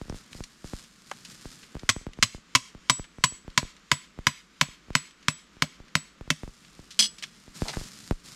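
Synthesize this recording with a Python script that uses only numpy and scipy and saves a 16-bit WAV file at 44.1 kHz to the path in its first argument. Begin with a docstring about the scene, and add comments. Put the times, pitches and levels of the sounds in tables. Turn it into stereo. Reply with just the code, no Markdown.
"""Driving a bamboo stake

On a forest trail, a few steps ahead of two microphones, fourteen machete blows drive a bamboo stake into stony ground.
Filtered noise and dying sines make the cane's clatter, the crack of its foot, the thud and the singing blade.
Noise echoes are the foliage. The blade is thrown onto the stones afterwards, and grit ticks.
Shaped noise is the rustle of clothes and leaves and the still air; slowing sines are dull pops at the microphone."""
import sys
import numpy as np
from scipy import signal
from scipy.fft import irfft
from scipy.io import wavfile
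from scipy.ndimage import uniform_filter1d, minimum_filter1d

SR = 44100
rng = np.random.default_rng(int(sys.argv[2]) if len(sys.argv) > 2 else 0)


def generate_wav(sig):
    """Save sig (samples, or channels by samples) to the path in sys.argv[1] as 16-bit PCM at SR."""
    pcm = np.round(np.clip(np.atleast_2d(sig).T, -1, 1) * 32767).astype(np.int16)
    wavfile.write(sys.argv[1], SR, pcm)


N = 368235  # samples in the scene
T = np.arange(SR // 2) / SR  # seconds since a hit
HZ = np.fft.rfftfreq(4096, 1 / SR)  # grid on which all spectra are read


def amp(db):
    """Decibels to gain."""
    return 10 ** (np.asarray(db) / 20)


def evened(x):
    """Scales to an rms of 1."""
    return x / np.sqrt(np.mean(x ** 2) + 1e-20)


def sized(x, db):
    """Scales a hit so that its energy, spread over 30 ms, has this level."""
    return x * amp(db) * np.sqrt(.03 * SR / (np.sum(x ** 2) + 1e-20))


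def read(points):
    """Interpolates a spectrum in dB over log frequency, on the HZ grid."""
    hz, db = np.transpose(points)
    return np.interp(np.log(HZ + 1), np.log(hz + 1), db)


def add(mix, start_s, sound):
    """Mixes a sound in at its start."""
    part = mix[..., max(round(start_s * SR), 0):][..., :sound.shape[-1]]
    part += sound[..., :part.shape[-1]]


def decay(t60):
    """Falls by 60 dB in t60 seconds."""
    return np.exp(-np.log(1000) * T / t60)


def colour(x, db):
    """Causal minimum-phase filter with the gain db on the HZ grid."""
    half = np.log(amp(db))
    full = np.r_[half, half[-2:0:-1]]
    taps = np.fft.ifft(np.exp(np.conj(signal.hilbert(full)))).real
    return signal.oaconvolve(x, taps[:len(HZ)])[:len(x)]


def ring(modes, pitch=1, damping=1, uneven_db=0):
    """Dying sines; how strongly each one sounds depends on where the thing is hit, here by chance."""
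    out = np.zeros(len(T))
    for k, (hz, db, t60) in enumerate(modes):
        strength = (-1) ** k * amp(db + uneven_db * rng.standard_normal())
        out += strength * decay(t60 / damping) * np.sin(2 * np.pi * hz * pitch * T)
    return out


def pair(make, likeness):
    """Two channels that share a part of their sound."""
    share = np.clip(likeness, 0, 1)
    return np.sqrt(share) * make() + np.sqrt(1 - share) * np.array([make(), make()])


def by_chance(per_s):
    """Random moments through the scene, on average so many a second."""
    moments = np.cumsum(rng.exponential(1 / per_s, size=100))
    return moments[moments < N / SR]


# Colour of the still air under the trees: pitch_hz [Hz], level_db [relative dB per Hz]
FOREST_COLOUR = [(15, -3.5), (25, -7), (53, 8.5), (97, -21), (170, 8.5), (714, -11), (840, -11.5),
                 (1190, -2.5), (3520, -9), (5000, -12.5), (7510, -16), (11300, -115.5), (12900, -26.5),
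                 (14400, -83), (16000, -51.5)]
FOREST_DB = -57.5


def forest(swell_db=1):
    """Still air under the trees: a low hum of distance and a thin hiss, slowly swelling."""
    t = np.arange(N) / SR
    waves = [np.sin(2 * np.pi * (hz * t + rng.random())) / np.sqrt(hz) for hz in np.geomspace(.3, 8, 20)]
    swell = evened(sum(waves))
    air = pair(lambda: evened(colour(rng.standard_normal(N), read(FOREST_COLOUR))), likeness=0.52)
    return amp(FOREST_DB + swell_db * swell) * air


# Colour of cloth and leaves: pitch_hz [Hz], level_db [relative dB per Hz]
RUSTLE_COLOUR = [(180, -28.5), (300, -7), (440, -10.5), (787, -10.5), (1320, -2), (2520, -4.5), (5160, 1.5),
                 (5800, -2), (7200, -1), (12100, -14), (14000, -20.5), (16000, -69.5)]
# Movements of the body: shifting grip, stooping for the blade, rising, throwing it down, stepping up to the stake:
# start_s [s], length_s [s], level_db [dB before the overall rustle level]
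MOVES = [(0.133, 0.031, -51.5), (0.296, 0.1, -53), (0.627, 0.18, -52.5), (1.047, 0.25, -56),
         (1.268, 0.055, -50.5), (1.375, 0.19, -53.5), (1.57, 0.064, -55.5), (6.55, 0.054, -61),
         (7.207, 0.042, -56), (7.533, 0.33, -46.5), (7.886, 0.2, -51.5), (8.228, 0.096, -50)]
MOVE_ATTACK_S, MOVE_RELEASE_S = 0.024, 0.075  # each swells, holds and dies away
STANDING_DB, WORKING_DB = -61.5, -72  # on the same scale: between movements, and while only the arm swings


def crackle(grains_per_s=900, spread_db=3, rub_db=-2):
    """Leaves and cloth as random grains of uneven strength over a steady rub of noise."""
    strength = amp(spread_db * np.minimum(rng.exponential(1, N), 3))
    grains = (rng.random(N) < grains_per_s / SR) * rng.standard_normal(N) * strength
    rub = amp(rub_db) * rng.standard_normal(N)
    return evened(colour(evened(grains) + rub, read(RUSTLE_COLOUR)))


def flap(flap_hz=170):
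    """Loose cloth flaps as noise with one broad low hump."""
    hump = -10 * np.log10(1 + (2 * np.log2((HZ + 1) / flap_hz)) ** 4)
    return evened(colour(rng.standard_normal(N), hump))


def rustle(level_db=2.0, flutter_db=-0.1, flap_db=-5):
    """Cloth rubs and flaps and leaves crackle as the body moves; little of it while the arm alone swings."""
    t = np.arange(N) / SR
    hammering = (t > BLOWS[0][0]) & (t < BLOWS[-1][0])
    motion = amp(np.where(hammering, WORKING_DB, STANDING_DB))
    for start_s, length_s, db in MOVES:
        attack = np.clip((t - start_s) / MOVE_ATTACK_S, 0, 1)
        release = np.exp(-np.maximum(t - start_s - length_s, 0) / MOVE_RELEASE_S)
        motion = np.maximum(motion, amp(db) * attack * release)
    flutter = flutter_db * evened(uniform_filter1d(rng.standard_normal(N), size=700))
    cloth = pair(lambda: crackle() + amp(flap_db) * flap(), likeness=0.67)
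    return motion * amp(level_db + flutter) * cloth


# The stronger dull pops at the microphone: start_s [s], level_db [dB before the overall pop level]
POPS = [(0.0147, -21), (0.0986, -17.5), (.125, -22.5), (0.1445, -26), (0.3506, -27.5), (0.4058, -20.5),
        (.644, -23), (0.7347, -17.5), (1.4557, -23.5), (1.7527, -20.5), (1.7673, -24.5), (1.8335, -23.5),
        (1.9638, -19), (2.067, -18.5), (2.1886, -22.5), (2.3474, -23.5), (2.7493, -28.5), (2.996, -19.5),
        (3.1847, -26.5), (3.3224, -31.5), (3.4795, -23), (3.6294, -18.5), (4.189, -20.5), (4.686, -33.5),
        (4.9046, -20.5), (5.568, -36.5), (5.802, -30), (6.2105, -24), (6.2768, -28), (6.4338, -19.5),
        (6.4773, -25.5), (6.7923, -30), (7.479, -31.5), (7.62, -10), (7.77, -14), (7.813, -24),
        (8.1104, -7)]
COMPANION_DB, CLUSTER_S = -15.5, 0.019  # each has a weaker companion, typically this far before or after it


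def pop(stretch, drop_hz=430, end_hz=24, fall_s=0.0033, uneven=0.14, t60=0.1,
        tick_s=0.00014, tick_db=1, hiss_db=-32):
    """A sharp dip in pressure, then a hissing swing that slows from a knock to a low thump."""
    dip = -amp(tick_db) * T / tick_s * np.exp(1 - T / tick_s)
    fall = np.exp(-T / (fall_s * np.exp(uneven * stretch)))
    swing = np.sin(2 * np.pi * np.cumsum(end_hz + drop_hz * fall) / SR)
    hiss = amp(hiss_db) * colour(rng.standard_normal(len(T)), read(RUSTLE_COLOUR))
    return dip + (swing + hiss) * decay(t60)


def pops(level_db=-4.0):
    """Pressure pops at the microphone, each with a weaker companion; stronger on the right."""
    out = np.zeros(N)
    for start_s, db in POPS:
        lag, slow, slower = rng.standard_normal(3)
        add(out, start_s, amp(db + level_db) * pop(slow))
        add(out, start_s + CLUSTER_S * lag, amp(db + COMPANION_DB + level_db) * pop(slower))
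    return out * amp([[-7.5], [0]])


# Course of the echo from the foliage: delay_s [s], level_db [relative dB]
SCATTER_COURSE = [(0, 19), (.03, 2), (.06, -6), (.125, -9), (.2, -29.5), (.35, -15), (.6, -65.5)]
# Colour of that echo: pitch_hz [Hz], level_db [relative dB]
SCATTER_COLOUR = [(100, -7), (400, -38), (900, -4), (1500, -6.5), (2500, -0.5), (5000, 0.5), (8000, 3.5),
                  (15000, -1)]


def foliage(x, wet_db=-18, first_s=0.012):
    """Countless weak echoes from the bank and the leaves; three random patterns take turns."""
    course = amp(np.interp(T, *np.transpose(SCATTER_COURSE))) * (T > first_s)
    out = np.zeros((2, N))
    for k in range(3):  # the turns keep constant power
        turn = np.sqrt(2 / 3) * np.cos(np.pi * (np.arange(N) / SR + k / 3))
        taps = pair(lambda: colour(rng.standard_normal(len(T)) * course, read(SCATTER_COLOUR)), likeness=0.56)
        taps = taps / np.linalg.norm(taps[0])
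        out += signal.fftconvolve((turn * x)[None], taps, axes=1)[:, :N]
    return amp(wet_db) * out


# Phase between the two microphones for what lies ahead: pitch_hz [Hz], left_lead_rad [radians]
LEAD = [(200, 0), (1000, -.35), (2500, -.65), (5000, -.55), (9000, -.6), (14000, -.8)]
# Level between the two microphones: pitch_hz [Hz], left_minus_right_db [dB]
SIDES = [(60, 0.0), (110, 0.5), (200, 0.0), (380, 0.0), (700, -0.12), (1290, -1.0), (2380, -0.5),
         (4400, -0.5), (8120, 0.24), (15000, 0.5)]


def placed(x, left_db=0):
    """The two microphones hear the same sound with small differences of phase and level."""
    half = amp((read(SIDES) + left_db) / 2) * np.exp(.5j * read(LEAD))
    taps = np.fft.fftshift(irfft(np.array([half, 1 / half])), axes=1)
    return signal.oaconvolve(x[None], taps, axes=1)[:, len(HZ) - 1:][:, :N]


def chip(db, hz, octaves, t60, grainy_db=3):
    """A short grainy noise burst with one broad resonance, dulled above 9 kHz."""
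    hump = -10 * np.log10(1 + (np.log2((HZ + 1) / hz) / octaves) ** 4)
    grain = amp(grainy_db * evened(uniform_filter1d(rng.standard_normal(len(T)), size=50)))
    air = -10 * np.log10(1 + (HZ / 9000) ** 8)
    return sized(colour(rng.standard_normal(len(T)) * grain * decay(t60), hump + air), db)


# Stones and twigs underfoot and under the hand: start_s [s], level_db [dB], pitch_hz [Hz, centre], t60_s [s]
GRIT = [(0.097, -50.5, 4450, 0.0027), (0.33, -49, 3000, .014), (0.438, -44.5, 4160, .034),
        (1.114, -36.5, 980, 0.025), (1.248, -47, 3720, .075), (1.63, -52.5, 2430, .07),
        (1.794, -52, 2800, .034), (2.134, -54, 2550, .023), (3.042, -52, 1900, 0.058),
        (5.882, -61, 2400, 0.04), (6.907, -45.5, 3900, 0.19), (7.183, -48, 3770, 0.11),
        (7.2248, -41.5, 2900, .033), (7.232, -41, 3350, 0.058), (7.238, -38, 2500, .034),
        (7.654, -41, 590, 0.31), (7.682, -34, 3330, 0.12), (7.691, -41.5, 755, 0.039),
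        (7.733, -41.5, 1280, 0.077)]
GRIT_OCTAVES = 0.77  # width of their resonance


def grit(faint_per_s=1.2, faint_db=-59, faint_hz=3000, faint_t60=.04):
    """Small stones knock and twigs snap as short resonant bursts; fainter ones tick by chance."""
    out = np.zeros(N)
    for start_s, db, hz, t60 in GRIT:
        add(out, start_s, chip(db, hz, GRIT_OCTAVES, t60))
    for start_s in by_chance(faint_per_s):
        add(out, start_s, chip(faint_db, faint_hz, GRIT_OCTAVES, faint_t60))
    return out


# Modes of the blade's steel: pitch_hz [Hz], level_db [relative dB], t60_s [s before extra damping]
BLADE_MODES = [(210, -27, .25), (657, -33, .25), (1200, -27, .15), (2126, -16, .12), (2902, -7, .16),
               (3226, 0, .16), (3290, -6, .1), (3358, -4, .16), (3542, -13, .13), (3903, -12, .16),
               (4235, 0, .12), (4273, -4, .12), (4608, -9, .13), (4733, -5, .13), (4963, -7, .14),
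               (5098, 1, .13), (5143, 0, .14), (5878, -6, .11), (5927, -2, .13), (6055, -5, .11),
               (6090, -4, .11), (6266, -11, .13), (6800, -14, .1), (7456, -16, .12), (7886, -10, .3),
               (8834, -12, .12), (8888, -13, .12), (10000, -17, .1)]
# Bounces of the thrown blade on the stones: start_s [s], level_db [dB, reference for its parts]
BOUNCES = [(6.9912, -18), (6.9962, -31), (7.0008, -23), (7.0243, -26), (7.0395, -30), (7.057, -39)]


def thrown_blade(free_db=-1.0, chatter_db=-3, scrape_hz=4900, scrape_db=-6, scrape_octaves=1.06):
    """Every bounce rings the free steel; against the stone its modes are detuned and short, and it scrapes."""
    out = np.zeros(N)
    for start_s, db in BOUNCES:
        chatter = sum(ring(BLADE_MODES, pitch=rng.uniform(.975, 1.025), damping=3, uneven_db=2)
                      for _ in range(3))
        scrape = chip(db + scrape_db, scrape_hz, scrape_octaves, t60=0.1)
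        free = ring(BLADE_MODES, damping=1.3, uneven_db=2)
        add(out, start_s + rng.uniform(0, .0005), sized(free, db + free_db))
        add(out, start_s, sized(chatter, db + chatter_db) + scrape)
    return out


def held_blade():
    """One high mode of the steel sings, steady at first, then fading quickly."""
    hz, t60, fade_s = rng.uniform(7838, 7890), .7, .09
    return np.sin(2 * np.pi * hz * T) * decay(t60) * np.exp(-(T / fade_s) ** 2)


# Earth shaken by the stake: pitch_hz [Hz], level_db [relative dB per Hz]
SOIL_COLOUR = [(40, -22.5), (90, -1), (150, -1.5), (260, 2.5), (400, -30), (600, -5), (850, -19),
               (2000, -41.5)]


def thud(hz, t60=0.1, earth_t60=0.064, rise_s=0.00042, earth_db=-3):
    """The stake bobs on the springy ground as a dying sine and shakes the earth round it as noise."""
    bob = np.sin(2 * np.pi * hz * T) * decay(t60)
    earth = colour(rng.standard_normal(len(T)) * decay(earth_t60), read(SOIL_COLOUR))
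    return (sized(bob, 0) + sized(earth, earth_db)) * (1 - np.exp(-T / rise_s))


# Blows on the stake: start_s [s], clatter_db [dB], crack_db [dB], blade_db [dB]
BLOWS = [(1.8910, -23.5, -23, -38), (2.2260, -21, -21.5, -42), (2.5508, -20, -22, -48),
         (2.8970, -21, -24.5, -29.5), (3.2385, -21, -22, -31), (3.5759, -22.5, -19, -46),
         (3.9155, -23.5, -17.5, -37.5), (4.2681, -23.5, -16, -43.5), (4.6117, -24, -17, -43),
         (4.9517, -25, -16.5, -32.5), (5.2824, -27, -21, -39.5), (5.6213, -27, -22, -50),
         (5.9524, -26.5, -20.5, -38), (6.3031, -25, -26.5, -60)]
# Dense short ring of the cane, before its tilt: pitch_hz [Hz], level_db [relative dB per Hz]
CLATTER_COLOUR = [(200, -21), (450, -25), (850, -26.5), (1050, 2.5), (1400, -10), (2000, -2.5),
                  (3000, -3.5), (4500, -2), (7000, -5.5), (8500, -13), (10000, -21), (12000, -24.5),
                  (14000, -46.5), (16000, -38)]
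# Crack of its foot on stone: pitch_hz [Hz], level_db [relative dB per Hz]
CRACK_COLOUR = [(150, -8), (400, -8), (850, -10.5), (1150, 1), (1700, 3), (2400, 3.5), (3200, -4.5),
                (5000, -4.5), (7500, -15.5), (10000, -25), (13000, -22), (16000, -107.5)]
# Modes of the cane wall: pitch_hz [Hz], level_db [relative dB], t60_s [s]
CANE_MODES = [(1180, -5, .035), (1650, -2, .035), (2260, 0, .05), (2630, -3, .06), (2900, -1, .06),
              (3180, -1, .04), (3650, -5, .04), (4950, -6, .06)]
# Modes of the air inside the cane: pitch_hz [Hz], level_db [relative dB], t60_s [s]
HOLLOW_MODES = [(985, 0, .07), (1050, -1, .06)]
BRIGHT_DB_PER_OCTAVE = 0.65  # tilt of the clatter
# every blow seats the stake more firmly: the blade rebounds less, and the ground grows stiffer, so the thud rises
REBOUND_DB, REBOUND_DB_PER_BLOW = 1, -2  # second landing of the blade, relative to the first
LOOSE_HZ, FIRM_HZ, SEATING_BLOWS = 103.4, 158.3, 5.4  # thud pitch, and the blows it takes to go most of the way
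THUD_DB, LOOSE_THUD_DB = -29, -4  # thud of the firm stake, and the change while it is loose
# the air in the cane sounds once its foot has bitten in, and is choked ever faster as soil fills it
BITE_BLOW = 2  # counted from 0
HOLLOW_DB, CHOKE_DB, CHOKE_POWER = -29.5, -36, 2.9


def blows(clatter_t60=0.034, wall_db=-7, rebound_t60=0.032):
    """The blade meets the cane, whose foot cracks on stone 2.1 ms later; a rebound lands ever more weakly."""
    foot_s, rebound_s, alike = .0021, .0058, .4
    out = np.zeros(N)
    cane = rng.standard_normal(len(T))
    tone = read(CLATTER_COLOUR) + BRIGHT_DB_PER_OCTAVE * np.log2((HZ + 100) / 3000)
    click = -1. * (T == 0)
    for k, (start_s, clatter_db, crack_db, blade_db) in enumerate(BLOWS):
        depth = k / (len(BLOWS) - 1)
        loose = np.exp(-k / SEATING_BLOWS)
        fresh, again = rng.standard_normal((2, len(T)))
        # the same cane, never hit on quite the same spot
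        fibres = np.sqrt(alike) * cane + np.sqrt(1 - alike) * fresh
        add(out, start_s, sized(colour(fibres * decay(clatter_t60), tone), clatter_db))
        add(out, start_s, sized(ring(CANE_MODES, uneven_db=7.5), clatter_db + wall_db))
        if k >= BITE_BLOW:
            hollow_db = HOLLOW_DB + CHOKE_DB * depth ** CHOKE_POWER
            add(out, start_s, sized(ring(HOLLOW_MODES), hollow_db))
        add(out, start_s, sized(held_blade(), blade_db))

        add(out, start_s + foot_s, sized(colour(click, read(CRACK_COLOUR)), crack_db))
        thud_hz = FIRM_HZ + (LOOSE_HZ - FIRM_HZ) * loose
        add(out, start_s + foot_s, sized(thud(thud_hz), THUD_DB + LOOSE_THUD_DB * loose))

        rebound_db = clatter_db + REBOUND_DB + REBOUND_DB_PER_BLOW * k
        add(out, start_s + rebound_s, sized(colour(again * decay(rebound_t60), tone), rebound_db))
    return out


def scene():
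    """The work a few steps ahead, its echo, and the quiet around it."""
    stake, blade, stones = blows(), thrown_blade(), grit()
    direct = placed(stake) + placed(blade + stones, left_db=1.2)
    scattered = foliage(stake + stones + amp(-9) * blade)
    return direct + scattered + pops() + rustle() + forest()


EDGE_HZ = 16300  # upper band limit


def record(dry):
    """A fast limiter holds the loudest peaks near full scale; then the band limit."""
    gain = 1 / np.maximum(abs(dry).max(0), 1)
    held = dry * uniform_filter1d(minimum_filter1d(gain, size=13), size=13)
    lowpass = signal.firwin(255, EDGE_HZ, window=("kaiser", 9), fs=SR)
    return signal.oaconvolve(held, lowpass[None], "same")


dry = scene()
out = record(dry)
generate_wav(out)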